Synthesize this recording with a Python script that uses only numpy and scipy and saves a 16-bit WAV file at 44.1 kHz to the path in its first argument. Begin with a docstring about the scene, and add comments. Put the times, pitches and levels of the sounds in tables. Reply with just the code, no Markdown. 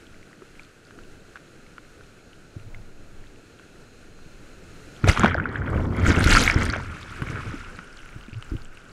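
"""Churning water shoves and crackles round a head-mounted camera in a sealed case, as it ducks under a line
of whitewater and comes up in foam. Filtered noise makes the shoves, the gurgling air pocket and the spray.
Drops, thumps, bubble snaps and shudders are short decaying or swelling sine waves on top.
Surf, made of lumpy noise dulled by the case, is heard before the dive and after it."""
import sys
import numpy as np
from scipy.fft import rfft, irfft, next_fast_len
from scipy.io import wavfile
from scipy.ndimage import map_coordinates

SR = 44100
rng = np.random.default_rng(int(sys.argv[2]) if len(sys.argv) > 2 else 0)


def unload_audio(sound):
    """Save the sound as a 16-bit wav file, at the path given as the first command line argument."""
    columns = np.transpose(np.atleast_2d(sound))
    # keep every value between -1 and 1, then stretch to whole-number steps
    steps = np.round(np.clip(columns, -1, 1) * 32767)
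    wavfile.write(sys.argv[1], SR, steps.astype(np.int16))


N = 393355
T = np.arange(N) / SR  # time of each sample, s
DEEP_START_S, DEEP_END_S = 5.3, 5.95  # the case is well under

# resonances of the air pocket inside the case: (frequency [Hz], width [Hz], level [dB])
POCKET = [(1390, 234, 2), (2260, 280, 1.5), (833, 940, -6), (3220, 430, -2.5)]


def amp(db):
    """Turn decibels into a plain multiplier."""
    return 10 ** (np.asarray(db) / 20)


def unit(x):
    """Scale a signal to an average strength (rms) of 1."""
    return x / np.sqrt(np.mean(x ** 2) + 1e-20)


def gains(rows):
    """Draw one gain curve for each dB column, fading to silence outside the rows."""
    times, *columns = np.transpose(rows)
    inside = np.minimum(T - times[0], times[-1] - T)
    fade = np.clip(1 + inside / .06, 0, 1)  # fades last 0.06 s
    return [fade * amp(np.interp(T, times, db)) for db in columns]


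def wobble(rate):
    """Draw a smooth random curve with `rate` random points a second."""
    points = rng.standard_normal(int(N * rate / SR) + 4)
    return map_coordinates(points, [T * rate])


def filtered(x, response):
    """Multiply the spectrum of x by a response that depends on frequency."""
    size = next_fast_len(N + 8192)
    spectrum = rfft(x, size) * response(np.fft.rfftfreq(size, 1 / SR))
    return irfft(spectrum, size)[:N]


def shape(points):
    """Join (Hz, dB) points into a tone-colour curve on a log frequency axis."""
    f, db = np.transpose(points)
    return lambda hz: amp(np.interp(np.log(hz + 1), np.log(f + 1), db, left=-120, right=-120))


def modes(rows):
    """Add up resonances, each strongest near its centre, with alternating signs."""
    def response(f):
        total = 0
        for k, (centre, width, db) in enumerate(rows):
            peak = 1j * f * width / (centre * centre - f * f + 1j * f * width)
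            total = total + (-1) ** k * amp(db) * peak
        return total
    return response


def rush(response, lump_db, lump_rate):
    """Make coloured noise of rms 1 whose level comes in lumps."""
    noise = rng.standard_normal(N) * amp(lump_db * wobble(lump_rate))
    return unit(filtered(noise, response))


def bubbles(per_s, mid_hz, octaves, cycles, spread_db):
    """Scatter short bubble pops of random pitch and size, with rms 1 in all."""
    start = rng.integers(0, N, (int(per_s * N / SR), 1))
    pitch, size = np.clip(rng.standard_normal((2, len(start), 1)), -2.2, 2.2)
    hz = np.minimum(mid_hz * 2 ** (octaves * pitch), 13000)
    t = np.arange(160) / SR
    envelope = np.exp(-t * hz / cycles) * (1 - np.exp(-t * hz))
    pops = np.sin(2 * np.pi * hz * t) * envelope * amp(spread_db * size)
    places = start + np.arange(len(t))
    return unit(np.bincount(places.ravel(), pops.ravel(), N + len(t))[:N])


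def ring(hz, t60, attack, t):
    """Make a sine that starts softly and falls by 60 dB in t60 seconds."""
    return np.sin(2 * np.pi * hz * t) * amp(-60 * t / t60) * (1 - np.exp(-t / attack)) ** 2


def add_at(track, start_s, sound):
    """Mix a short sound into a track at a given time."""
    track[round(start_s * SR):][:len(sound)] += sound


def surf():
    """Surf above water is hiss, roar and low swell; the dry shell adds sharp resonances, the wet one more drips."""
    # surf swelling as the wave nears, then ebbing after the dive:
    # (time [s], hiss level [dB], low swell level [dB], roar level [dB])
    before_dive = [
        (0.0, -55, -47.5, -52.5), (0.8, -56, -57, -55), (1.0, -55.5, -48, -50.5),
        (1.4, -55.5, -50, -52.5), (2.1, -56, -55.5, -54), (2.7, -57.5, -42, -51.5),
        (3.7, -56, -52, -51.5), (4.3, -56, -42, -53.5), (4.98, -52, -43, -47.5)]
    after_dive = [
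        (7.7, -47.5, -43, -48.5), (7.9, -47.5, -48, -51), (8.2, -51.5, -39, -56.5), (8.92, -52.5, -49, -53)]
    # tone of the hiss through the dry and the streaming shell: (frequency [Hz], level per Hz [dB])
    dry_case = [(290, 9), (500, -3), (888, -13.5), (1430, 6), (1930, -4), (2610, -4.5), (3430, -9.5),
                (4130, -10.5), (4910, -11.5), (7450, -12.5), (10700, -19.5), (15500, -34)]
    wet_case = [(290, -50), (500, -13), (1040, -3), (1490, 11), (1820, -3.5), (2800, -2.5), (3380, -12),
                (6930, -14), (11300, -26), (13800, -45), (15500, -60)]
    # tone of the low roar: (frequency [Hz], level per Hz [dB])
    roar_tone = [(41, -66), (70, 3), (107, 4.5), (247, 1.5), (440, 0), (759, -10), (900, -16), (1170, -33),
                 (1980, -120)]
    # narrow resonances of the dry shell: (frequency [Hz], width [Hz], relative level [dB])
    lid_modes = [(4140, 140, 2), (6650, 450, -3), (2580, 200, -4)]
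    lid_grows_db_per_s = 1  # they gain as the wave nears

    def lid(f):
        return shape(dry_case)(f) * sum(np.abs(modes([m])(f)) for m in lid_modes)

    lid_rings = amp(-12 + lid_grows_db_per_s * T) * rush(lid, 1.0, 14) * (T < DEEP_START_S)
    out = np.zeros(N)
    for rows, case, ticks_db, fine_db in ((before_dive, dry_case, -17, -30), (after_dive, wet_case, -12, -19)):
        hiss, swell, roar = gains(rows)
        ticks = amp(ticks_db) * bubbles(50, 2900, octaves=.6, cycles=3, spread_db=4)
        ticks += amp(fine_db) * bubbles(60, 7800, octaves=0.28, cycles=3.7, spread_db=1.5)
        out += hiss * (rush(shape(case), 0.91, 16) + ticks + lid_rings)
        out += swell * rush(modes([(14.5, 6.9, 0)]), 3.55, lump_rate=5.5)
        out += roar * rush(shape(roar_tone), 0.85, 21)
    return out


def shudders():
    """The mount swings up and down again within a few cycles."""
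    # shudders near the mount's rocking pitch: (time [s], length [s], peak level [dB], frequency [Hz])
    shudder_rows = [(2.58, 0.054, -41.5, 108), (2.65, 0.049, -36.5, 106), (2.74, .1, -43, 106.5),
                    (8.348, 0.055, -27.5, 110)]
    out = np.zeros(N)
    for start, length, db, hz in shudder_rows:
        swing = np.sin(np.pi * np.clip((T - start) / length, 0, 1))
        out += amp(db) * swing * np.sin(2 * np.pi * hz * (T - start))
    return out


def snaps():
    """A small bubble rings briefly, rising in pitch as it nears the surface."""
    # small bubbles snapping on the shell: (time [s], level [dB], starting pitch [Hz])
    snap_rows = [(0.0681, -37, 3030), (0.1438, -38.5, 2010), (0.2293, -36.5, 2000), (0.3307, -35, 1770),
                 (0.421, -36, 1160), (0.505, -44, 1880), (0.554, -42, 2040), (0.6333, -39, 4180),
                 (0.6491, -41, 3200), (0.8517, -41, 4400), (0.87, -44, 4200), (1.0362, -39, 2610),
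                 (1.665, -40, 2000), (1.8491, -47, 1890), (2.191, -44, 2200), (2.332, -35.5, 2690),
                 (2.598, -38.5, 2480), (3.24, -39, 1730), (3.27, -42, 3500), (3.36, -39, 2500),
                 (3.59, -38, 3000), (4.19, -39, 1300), (4.965, -34, 3080), (5.1957, -12, 6850),
                 (5.209, -21, 3450), (5.281, -26, 5330), (5.345, -26.5, 4600), (5.491, -36.5, 3840),
                 (5.6645, -33, 2920), (5.7034, -35.5, 7900), (5.967, -35, 4630), (5.9665, -33, 10000),
                 (5.9991, -36, 6890), (6.0665, -23, 7400), (6.119, -16, 3600), (6.1943, -17, 8500),
                 (6.2046, -18, 8650), (6.2415, -10, 4000), (6.243, -16, 10800), (6.441, -19, 10900),
                 (6.5117, -13.5, 5000), (6.544, -15.5, 5130), (6.586, -25, 7600), (6.632, -25, 5970),
                 (6.654, -19, 8460), (6.693, -27, 8620), (6.7007, -14, 4300), (6.709, -24, 4360),
                 (6.7247, -22.5, 5870), (6.7663, -30, 5860), (6.9, -31, 2200), (7.03, -28.5, 3500),
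                 (7.098, -32, 3140), (7.2227, -33, 10340), (7.301, -32, 5470), (7.6474, -29.5, 2540),
                 (7.75, -41, 4150), (7.991, -32, 2820), (8.032, -35, 1950), (8.0603, -34.5, 2070),
                 (8.0904, -32, 2030), (8.129, -33.5, 2100), (8.211, -34, 2700), (8.237, -36, 2890),
                 (8.296, -36, 2480), (8.3314, -30, 2400), (8.345, -31.5, 2630), (8.425, -25, 2740),
                 (8.3848, -42, 9000), (8.425, -38, 8300), (8.4466, -38, 7600), (8.4983, -37.5, 4780),
                 (8.5671, -32, 2750), (8.6195, -34.5, 4270), (8.6485, -34.5, 7360), (8.6549, -35, 2820),
                 (8.773, -31, 2540)]
    out, t = np.zeros(N + SR), np.arange(SR // 100) / SR
    for start, db, hz in snap_rows:
        rising_hz = hz * (1 + 30 * t)
        add_at(out, start, amp(db) * ring(rising_hz, .002 + 12 / hz, .00006, t))
    return out[:N]


def drops():
    """A drop rings at its own pitch; away from deep water it also splats and stirs the pocket's second mode."""
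    # big bubbles and drops that ring the air pocket: (time [s], level [dB], frequency [Hz])
    drop_rows = [(0.595, -29, 2350), (0.908, -33, 1500), (0.988, -30, 1430), (1.357, -22.5, 1530),
                 (1.363, -29, 1520), (1.371, -30, 1440), (1.781, -25, 1400), (2.009, -35, 1500),
                 (2.746, -29, 2120), (3.596, -31.5, 1530), (5.042, -10, 1390), (5.076, -5.5, 660),
                 (5.096, -3.5, 2060), (5.174, -7.5, 1190), (5.195, -9, 1290), (5.217, -14, 1610),
                 (5.234, -1.5, 1130), (5.245, 0, 690), (5.259, -1, 1450), (5.293, -23, 1590),
                 (5.344, -6, 1580), (5.351, -8, 636), (5.381, -8, 1390), (5.399, -7.5, 1500),
                 (5.441, -25, 2560), (5.456, -7, 1445), (5.557, -9.5, 1630), (5.619, -15, 1480),
                 (5.68, -14, 1440), (5.732, -16, 1190), (5.779, -18.5, 1330), (5.925, -23, 1200),
                 (5.948, -23.5, 2050), (6.105, -8, 1470), (6.164, -14, 2660), (6.208, -7.5, 1580),
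                 (6.242, -12, 2150), (6.277, -9, 1500), (6.305, -8, 1550), (6.35, 0, 1620),
                 (6.477, -0.5, 2200), (6.499, -3, 2260), (6.736, -9, 1580), (6.761, -13.5, 643),
                 (6.8, -22, 970), (7.22, -13.5, 1510), (7.271, -27, 2240), (7.287, -25, 2160),
                 (7.357, -18.5, 1430), (7.384, -27, 1390), (7.789, -19, 1410), (8.425, -26.5, 1330)]
    # what a splat excites in the shell: (frequency [Hz], width [Hz], level [dB])
    splat_modes = [(1560, 1900, 1), (3460, 3000, -9)]
    drop_t60_s, splat_t60_s = 0.013, 0.027
    air_attack_s, deep_attack_s = 0.00042, 0.00047  # in air or froth, and deep down
    splat_db = -5.5  # splat noise, before the shell colours it, over the ring

    out, splats = np.zeros(N + SR), np.zeros(N + SR)
    t = np.arange(SR // 20) / SR
    for start, db, hz in drop_rows:
        noise = rng.standard_normal(len(t))
        deep = DEEP_START_S < start < DEEP_END_S
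        sound = ring(hz, drop_t60_s, deep_attack_s if deep else air_attack_s, t)
        if not deep:
            sound += amp(1.5) * ring(POCKET[1][0], 0.0033, 0.00038, t)
            add_at(splats, start, amp(db + splat_db - 60 * t / splat_t60_s) * noise)
        add_at(out, start, amp(db) * sound)

    def splat_tone(f):
        return modes(splat_modes)(f) / (1 + 1j * f / 4000) ** 2  # duller above 4000 Hz

    return out[:N] + filtered(splats[:N], splat_tone)


def thumps():
    """A soft blow swings the mount for a few cycles; the shell adds a higher knock."""
    # thumps of water and board on the mount: (time [s], level [dB], frequency [Hz])
    thump_rows = [(0.42, -32.5, 378), (0.979, -35, 327), (2.563, -20, 105), (4.261, -34, 157),
                  (5.038, -1, 107), (5.065, -19, 42), (5.088, -4.5, 106), (5.196, -19, 110),
                  (5.239, -1.5, 217), (6.079, -1, 45.3), (6.097, -2, 82), (6.173, -4, 78), (6.259, 1.5, 81),
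                  (6.558, -1, 89), (6.689, -7, 78), (7.218, -10.5, 119), (7.297, -13.5, 105.5),
                  (7.492, -20, 115), (7.539, -24, 279), (7.784, -29.5, 170), (8.159, -23, 113),
                  (8.283, -28.5, 227), (8.327, -23.5, 97), (8.516, -10, 59), (8.535, -9.5, 40),
                  (8.547, -14.5, 107)]
    thump_t60_s = 0.054
    out, t = np.zeros(N + SR), np.arange(SR // 4) / SR
    knock = amp(-5.5) * ring(298, 0.031, 0.0023, t)
    for start, db, hz in thump_rows:
        swing = ring(hz, thump_t60_s, 0.2 / hz, t)  # swells over about a quarter cycle
        add_at(out, start, -amp(db) * (swing + knock))
    return out[:N]


def shoves(mount, pocket, fizz):
    """Turbulent water pushes the case slowly, rocks it on its strap and churns round it."""
    # tone of the churn: (frequency [Hz], level per Hz [dB])
    churn_tone = [(82, -28), (140, -4.5), (231, 0), (450, -7.5), (750, -16.5), (1500, -20), (2600, -99)]
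    rocking = modes([(88.3, 65, 0)])  # the case rocking on its strap: Hz, width Hz, dB
    surge = np.hypot(amp(-11.5) * mount, amp(6.5) * fizz)  # dB over turbulence, over spray
    churn = np.hypot(amp(-5) * mount, amp(-8) * pocket)  # dB over turbulence, over gurgle
    low = surge * rush(modes([(28.8, 4.5, 0)]), 1, 20)
    low += mount * rush(lambda f: rocking(f) ** 2, 2.6, 25)
    return low + churn * rush(shape(churn_tone), 2.5, 40)


def pocket_noise(up):
    """Bubbles ring the air pocket: single ones under water, then finer foam in a sharper pocket."""
    # the pocket once the camera is up: (frequency [Hz], width [Hz], level [dB])
    drained_pocket = [(1397, 290, 1.5), (2290, 170, -5.5), (3120, 1200, -28)]
    deep_damping_hz = 2590  # deep water damps the pocket above this
    deep_blips_db = -7  # lone bubbles over the undamped gurgle
    knocks = bubbles(700, 1700, octaves=.6, cycles=1.5, spread_db=4)
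    shell = modes([(1690, 3500, 0)])

    gurgle = (knocks + amp(2.5) * rng.standard_normal(N)) * amp(3.26 * wobble(60))
    under = unit(filtered(gurgle, lambda f: modes(POCKET)(f) * shell(f)))
    damped = filtered(under, lambda f: 1 / (1 + (f / deep_damping_hz) ** 2))
    blips = amp(deep_blips_db) * bubbles(200, 1700, octaves=0.46, cycles=2.5, spread_db=3.0)
    deep = np.clip(np.minimum(T - DEEP_START_S, DEEP_END_S - T) / 0.066, 0, 1)
    under = (1 - deep) * under + deep * (damped + blips)

    foam = knocks + amp(7.0) * rng.standard_normal(N)
    above = unit(filtered(foam, lambda f: modes(drained_pocket)(f) * shell(f)))
    return np.cos(up) * under + np.sin(up) * above


def foam_on_shell(fizz, up):
    """Foam lands on the shell in clumps of hiss, with bursting bubbles that crackle."""
    # tone of the fizz: (frequency [Hz], level per Hz [dB])
    fizz_tone = [(1300, -37), (2500, 0.5), (4300, -17.5), (7500, -18), (11100, -25.5), (15500, -68)]
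    crackle_db = -1.5  # middle crackle level over the fizz, while under water
    clumps = fizz * amp(1.12 * wobble(30))
    crackle = amp(crackle_db + 2.9 * wobble(20)) * clumps
    pops = bubbles(1000, 5000, octaves=.7, cycles=2.5, spread_db=4.5)
    pops = unit(filtered(pops, lambda f: modes([(5500, 8000, 0)])(f) ** 2))
    hiss = rush(shape(fizz_tone), lump_db=1.8, lump_rate=90)
    # the crackle gets weaker as the shell drains
    return clumps * hiss + crackle * np.cos(0.62 * up) * pops


def wash():
    """Water round the case drives the shoves, the air pocket and the foam on the shell together."""
    # force of the water in the plunge, under the wave and in its wake: (time [s], level [dB])
    turbulence_levels = [(5.0, -60), (5.05, -24), (5.1, -13), (5.15, -54), (5.2, -19), (5.225, -31),
                         (5.26, -24), (5.3, -30.5), (5.4, -29), (5.55, -33.5), (5.65, -28), (5.75, -23),
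                         (5.9, -24), (6.3, -21.5), (6.45, -29), (6.54, -31), (6.58, -23.5), (6.7, -32),
                         (6.8, -37.5), (7.05, -46), (7.29, -33.5), (7.5, -41.5), (7.8, -53)]
    # bubbles working at the air pocket: (time [s], level [dB])
    gurgle_levels = [(5.0, -54), (5.05, -40), (5.09, -23.5), (5.2, -31), (5.23, -27), (5.26, -17.5),
                     (5.285, -27.5), (5.4, -37.5), (5.8, -38), (5.9, -47), (6.04, -30.5), (6.1, -25.5),
                     (6.2, -32), (6.32, -18.5), (6.45, -26), (6.6, -31.5), (6.72, -35), (6.8, -41),
                     (7.05, -43.5), (7.4, -38), (7.68, -45), (7.8, -69)]
    # foam breaking over the shell: (time [s], level [dB])
    spray_levels = [(5.0, -65), (5.06, -52), (5.09, -22.5), (5.15, -42.5), (5.28, -51), (5.34, -68),
                    (5.88, -65), (5.97, -59.5), (6.04, -52), (6.08, -35), (6.13, -40.5), (6.18, -45),
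                    (6.32, -25.5), (6.45, -32.5), (6.57, -46.5), (6.66, -44), (6.7, -56.5), (7.0, -51.5),
                    (7.42, -50.5), (7.68, -53.5), (7.8, -88)]
    (mount,), (pocket,), (fizz,) = gains(turbulence_levels), gains(gurgle_levels), gains(spray_levels)
    # the water runs off the case from 6.7 to 6.85 s; this angle blends under water into above
    up = np.interp(T, (6.7, 6.85), [0, np.pi / 2])
    return shoves(mount, pocket, fizz) + pocket * pocket_noise(up) + foam_on_shell(fizz, up)


def scene():
    """Add all the sources into one channel."""
    return (surf() + shudders() + snaps() + drops() + thumps() + wash())[None]


def record(dry):
    """The input saturates softly near full scale and nothing is kept above the band limit."""
    top_hz = 15700
    soft = dry[0] / (1 + np.abs(dry[0]) ** 6) ** (1 / 6)
    return filtered(soft, lambda hz: hz < top_hz)[None]


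dry = scene()
out = record(dry)
unload_audio(out)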